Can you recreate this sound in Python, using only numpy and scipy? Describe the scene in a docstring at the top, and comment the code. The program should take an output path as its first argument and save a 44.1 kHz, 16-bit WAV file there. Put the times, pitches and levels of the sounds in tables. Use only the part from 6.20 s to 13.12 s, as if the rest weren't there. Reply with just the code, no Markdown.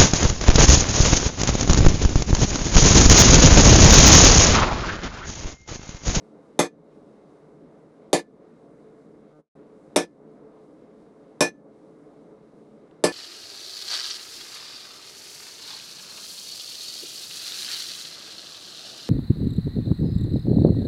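"""Hammering at the forge

In a shed, the microphone hears a hand hammer upset glowing steel on an anvil beside a roaring gas forge.
Each blow thuds through anvil and stump, rings the steel and scatters a bright clatter off the shed.
It all comes over a streamed call: tails are cut short, the roar's treble ducks after each blow,
and the stream stalls once."""
import sys
import numpy as np
from scipy import signal
from scipy.fft import rfft, irfft
from scipy.io import wavfile
from scipy.ndimage import uniform_filter1d

SR = 44100
rng = np.random.default_rng(int(sys.argv[2]) if len(sys.argv) > 2 else 0)


def put_to_file(sound):
    """Save the sound as 16-bit audio at rate SR, in the file named by the first command-line argument."""
    columns = np.atleast_2d(sound).T  # one column per channel
    safe = np.clip(columns, -1, 1)
    whole_steps = np.round(safe * 32767)
    wavfile.write(sys.argv[1], SR, whole_steps.astype(np.int16))


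N = 305172

# spectrum of the gas flame: f/Hz, relative level/dB
FLAME_SPECTRUM = [(20, -26), (60, -20), (105, -21.5), (145, -8), (300, -7), (480, -8.5), (650, -14.5),
                  (800, -17.5), (1200, -21), (2200, -37), (3100, -41), (5000, -42.5), (9500, -48),
                  (12000, -54), (16000, -49.5)]
# hollow tones of the forge chamber: f/Hz, width/Hz, boost/dB
CHAMBER_TONES = [(156, 25, 5.4), (214.6, 10, 10), (297, 53, 8.6), (431, 27, 11), (544, 98, 5.4),
                 (676, 69, 3.6), (2130, 220, 6.6), (3820, 460, 4.2), (8800, 650, 2.6)]
# how deep the roar ducks after a blow: f/Hz, gain/dB
ROAR_DUCK = [(300, -0.5), (800, -4.5), (1700, -6), (3300, -6), (8000, -5)]
# a faint tick: t/s, gain/dB
FAINT_TICK = [(6.712, -58)]
# clatter and its reflections off the shed, by band: f/Hz, level before the tilt/dB, t60/s
CLATTER_BANDS = [(150, -20, 0.22), (304, -12.5, 0.088), (550, -10.5, 0.12), (900, -10, 0.17),
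                 (1420, -18, 0.18), (2216, -15.5, 0.21), (2980, -17.5, 0.16), (4020, -11.5, 0.18),
                 (6460, -7.5, .15), (8500, -8, .14), (11400, -10.5, .13), (13900, -11, .13),
                 (16200, -11, .1)]
# steel modes of the anvil, the bar with its tongs, and the hammer head: f/Hz, relative level/dB, t60/s
ANVIL_MODES = [(1744, 0.5, .4), (4150, -9.5, 0.23), (5270, -7, 0.11), (6300, -7, .12), (8300, -8.5, 0.15),
               (10000, -12, 0.11), (9930, -7, 0.11), (10042, -9.5, 0.14)]
BAR_MODES = [(2453, 3, 0.22), (2500, -3.5, .16), (5400, -5.5, 0.13), (5910, -7.5, 0.17), (6130, -7.5, 0.26),
             (7900, -7.5, 0.069), (9400, -9.5, .11), (9740, -9.5, 0.099)]
HEAD_MODES = [(3647, -2, .16), (4950, -17.5, 0.35)]
# first knock of the hammer face: f/Hz, relative level/dB, t60/s
FACE_KNOCK = [(858, 2, 0.032), (3610, 2, .012), (6080, -2, .012)]
# the anvil rocking on its stump: f/Hz, relative level/dB, t60/s
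STUMP_MODES = [(176.4, -7.5, .2), (248.6, -12, 0.14), (287.3, -4, 0.21), (346, -7.5, 0.3),
               (413, -10, 0.088), (445, -5, 0.18), (467, -12.5, 0.32), (505.5, -8.5, 0.2), (563, -16, 0.28),
               (606.2, 0.5, .12), (679, -13, 0.17), (751, -7, 0.2), (898, -11, 0.14), (973, -10.5, 0.17),
               (963, -8, 0.2), (1090, -16.5, 0.22), (1157, -20.5, .2)]
# each stump mode starts toward (+1) or away from (-1) the microphone
STUMP_SIGNS = [1, 1, 1, 1, -1, -1, -1, -1, 1, 1, -1, -1, -1, 1, 1, 1, -1]
# hammer blows: t/s, gain/dB, trims of clatter/dB, anvil/dB, bar/dB and head/dB, tail held/s
HAMMER_BLOWS = [(0.3911, -0.12, -1.43, -6, -1.5, -3.5, 0.076), (1.9302, -1, -1.2, -2.5, -8, 2, 0.073),
                (3.7608, -0.5, -2, -4.5, -6.5, 1, 0.079), (5.207, -2, 0.84, 5.5, 7.5, -7, 0.078),
                (6.839, -1.68, -1.4, 4.5, -5.5, -11.5, 0.083)]


def undb(db):
    return 10 ** (np.asarray(db) / 20)


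def add(out, start_s, x):
    """Mix x into out from start_s."""
    i = int(start_s * SR)
    out[i:i + len(x)] += x[:len(out) - i]


def ring(modes, t, signs=1):
    """Struck modes ring as a sum of damped sines."""
    hz, db, t60 = np.transpose(modes)[:, :, None]
    amplitude = np.reshape(signs, (-1, 1)) * undb(db - 60 * t / t60)
    return np.sum(amplitude * np.sin(2 * np.pi * hz * t), axis=0)


def bands(x, centres_hz):
    """Overlapping bands, crossfaded on log frequency, that add up to x."""
    log_f = np.log(np.maximum(np.fft.rfftfreq(len(x), 1 / SR), 1))
    spectrum = rfft(x)
    weights = [np.interp(log_f, np.log(centres_hz), row) for row in np.eye(len(centres_hz))]
    return [irfft(spectrum * weight, len(x)) for weight in weights]


def flicker(rate_hz):
    """Random steps, smoothed twice; spread near 1."""
    hold = int(SR / rate_hz)
    steps = np.repeat(rng.standard_normal(N // hold + 1), hold)
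    return 1.3 * uniform_filter1d(uniform_filter1d(steps, hold), hold)[:N]


def patchy_noise(size, depth_db=4.5, width_hz=495):
    """Noise whose spectrum has random hills and valleys."""
    f = np.fft.rfftfreq(size, 1 / SR)
    hills = np.interp(f / width_hz, np.arange(100), rng.standard_normal(100))
    return irfft(rfft(rng.standard_normal(size)) * undb(depth_db * hills), size)


def forge_roar(level_db=-50.5, duck_in_s=.1, rise_s=.058):
    """The bed: flame noise coloured by the forge chamber; its bands flicker and duck after each blow."""
    f = np.maximum(np.fft.rfftfreq(N, 1 / SR), 1)
    flame_hz, flame_db = np.transpose(FLAME_SPECTRUM)
    shape_db = np.interp(np.log(f), np.log(flame_hz), flame_db)
    shape_db += sum(db / (1 + (2 * (f - hz) / width) ** 2) for hz, width, db in CHAMBER_TONES)
    roar = irfft(rfft(rng.standard_normal(N)) * undb(shape_db), N)
    roar *= undb(level_db) / roar.std()
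    t, out = np.arange(N) / SR, 0
    for band, (hz, depth_db) in zip(bands(roar, np.array(ROAR_DUCK)[:, 0]), ROAR_DUCK):
        back_s = .26 + .035 * np.log2(hz / 1000)  # the treble returns later
        corners_s = [0, duck_in_s, back_s - rise_s, back_s]
        duck = sum(np.interp(t - start_s, corners_s, [0, 1, 1, 0]) for start_s, *_ in HAMMER_BLOWS)
        out += band * undb(depth_db * duck + 1.3 * flicker(rate_hz=14))
    return out


def tick(t, decay_s=.0013):
    """A tiny burst of noise, dull above 3 kHz."""
    noise = np.convolve(rng.standard_normal(len(t)), np.hanning(15))[:len(t)]
    return noise * np.exp(-t / decay_s)


def shed_hiss(t, band_hz=(1100, 4500), t60_s=.17):
    """A faint, ragged hiss that lingers in the shed after the clatter."""
    bandpass = signal.butter(2, band_hz, "band", fs=SR, output="sos")
    hiss = signal.sosfilt(bandpass, patchy_noise(len(t)))
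    return hiss / hiss.std() * undb(-39.5 - 60 * t / t60_s)


def shed_clatter(t, tilt_db_per_octave=-2, crack_s=.00043, build_s=.002):
    """A sharp crack, then reflections off the shed build up and die away band by band."""
    hz, levels_db, t60s = np.transpose(CLATTER_BANDS)
    levels_db = levels_db + tilt_db_per_octave * np.log2(hz / 2000)
    noise = bands(patchy_noise(len(t)), hz)
    clatter = sum(band / band.std() * undb(db - 60 * t / t60)
                  for band, db, t60 in zip(noise, levels_db, t60s))
    crack = undb(-1.5) * np.exp(1 - t / crack_s) * t / crack_s
    return clatter * (1 - np.exp(-t / build_s) + crack)


def steel_ring(modes, t, swell_s=.0036, rattle_db=3.5, rattle_hz=90):
    """Steel modes build up in a new balance at each blow and waver as the tongs rattle."""
    out = 0
    for hz, db, t60 in modes:
        waver_db = rattle_db * np.interp(t * rattle_hz, np.arange(50), rng.standard_normal(50))
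        struck_db = db + hz / 3500 * rng.standard_normal()  # high modes vary most
        out += undb(waver_db) * ring([(hz, struck_db, t60)], t)
    return out * (1 - .88 * np.exp(-t / swell_s))


def stump_thud(t, contact_s=.0008, rebound_s=.001):
    """The hammer knocks and pushes into soft steel; the anvil dips and the stump throws it back."""
    push = np.sin(np.pi * np.clip(t / contact_s, 0, 1))[:200]
    rocking = np.convolve(ring(STUMP_MODES, t, STUMP_SIGNS), push / push.sum())[:len(t)]
    rebound = np.interp(t - rebound_s, t, rocking, left=0)
    return rebound - undb(-4) * rocking + ring(FACE_KNOCK, t)


def hammer_blow(t, clatter_db, anvil_db, bar_db, head_db, hold_s):
    """Thud, steel and clatter through the microphone's bass cut; the hiss outlasts the shortened tail."""
    bass_cut_hz, leak_db = 138, -24
    cut_db, cut_s, sink_db_per_s = -19.5, .041, -64
    clatter = undb(clatter_db) * shed_clatter(t)
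    steel = undb(anvil_db) * steel_ring(ANVIL_MODES, t)
    steel += undb(bar_db) * steel_ring(BAR_MODES, t)
    steel += undb(head_db) * steel_ring(HEAD_MODES, t)
    at_mic = undb(-16) * stump_thud(t) + undb(-29) * steel + undb(-12.5) * clatter
    bass_cut = signal.butter(4, bass_cut_hz, "high", fs=SR, output="sos")
    picked_up = signal.sosfilt(bass_cut, at_mic) + undb(leak_db) * at_mic
    late_s = np.maximum(t - hold_s, 0)
    tail_db = cut_db * np.minimum(late_s / cut_s, 1) + sink_db_per_s * late_s
    return picked_up * undb(tail_db) + undb(clatter_db) * shed_hiss(t)


def scene():
    """One microphone in the shed: the forge behind, five blows up front, one faint tick."""
    out, t = forge_roar(), np.arange(SR // 2) / SR
    for start_s, gain_db, *colour in HAMMER_BLOWS:
        add(out, start_s, undb(gain_db) * hammer_blow(t, *colour))
    for start_s, gain_db in FAINT_TICK:
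        add(out, start_s, undb(gain_db) * tick(t))
    return out[None]


def stream_stall(x, stall_s=3.126, fade_s=3.2, mute_s=3.29, resume_s=3.355):
    """The player loops the lows of its last cycle, fades into noise and silence, then resumes."""
    cycle_s, splice_s = .0066, .003
    drop_db, drop_s, fade_db_per_s = -9, .025, -380
    a, b, n = int(stall_s * SR), int(resume_s * SR), int(cycle_s * SR)
    t = np.arange(a, b) / SR
    low, high = bands(x, [1500, 2200])
    ramp = np.linspace(0, 1, n)
    cycle = low[a - n:a] * (1 - ramp) + low[a - 2 * n:a - n] * ramp  # seamless loop
    loop = np.resize(cycle / cycle.std() * low[a - 20 * n:a].std(), b - a)
    purity = np.interp(t, [fade_s - .02, fade_s], [.92, .34])
    buzz = purity * loop + np.sqrt(1 - purity ** 2) * low[a:b] + high[a:b]
    late_s = np.maximum(t - fade_s, 0)
    buzz_db = -2.5 + drop_db * np.minimum(late_s / drop_s, 1) + fade_db_per_s * late_s
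    buzz *= undb(buzz_db) * (t < mute_s)
    live = np.interp(t, [stall_s, stall_s + splice_s, resume_s - splice_s, resume_s], [1, 0, 0, 1])
    return np.concatenate([x[:a], live * x[a:b] + (1 - live) * buzz, x[b:]])


def record(dry):
    """The call rounds the peaks, steps the treble down, stalls once and cuts off the very top."""
    headroom, edge_hz, step_db, top_hz = 1.1, 11630, -19, 16000
    rounded = headroom * np.tanh(dry[0] / headroom)
    above_edge = (1 + np.tanh((np.fft.rfftfreq(N, 1 / SR) - edge_hz) / 250)) / 2
    dulled = irfft(rfft(rounded) * undb(step_db * above_edge), N)
    lowpass = signal.ellip(10, .2, 70, top_hz, fs=SR, output="sos")
    return signal.sosfilt(lowpass, stream_stall(dulled))[None]


dry = scene()
out = record(dry)
put_to_file(out)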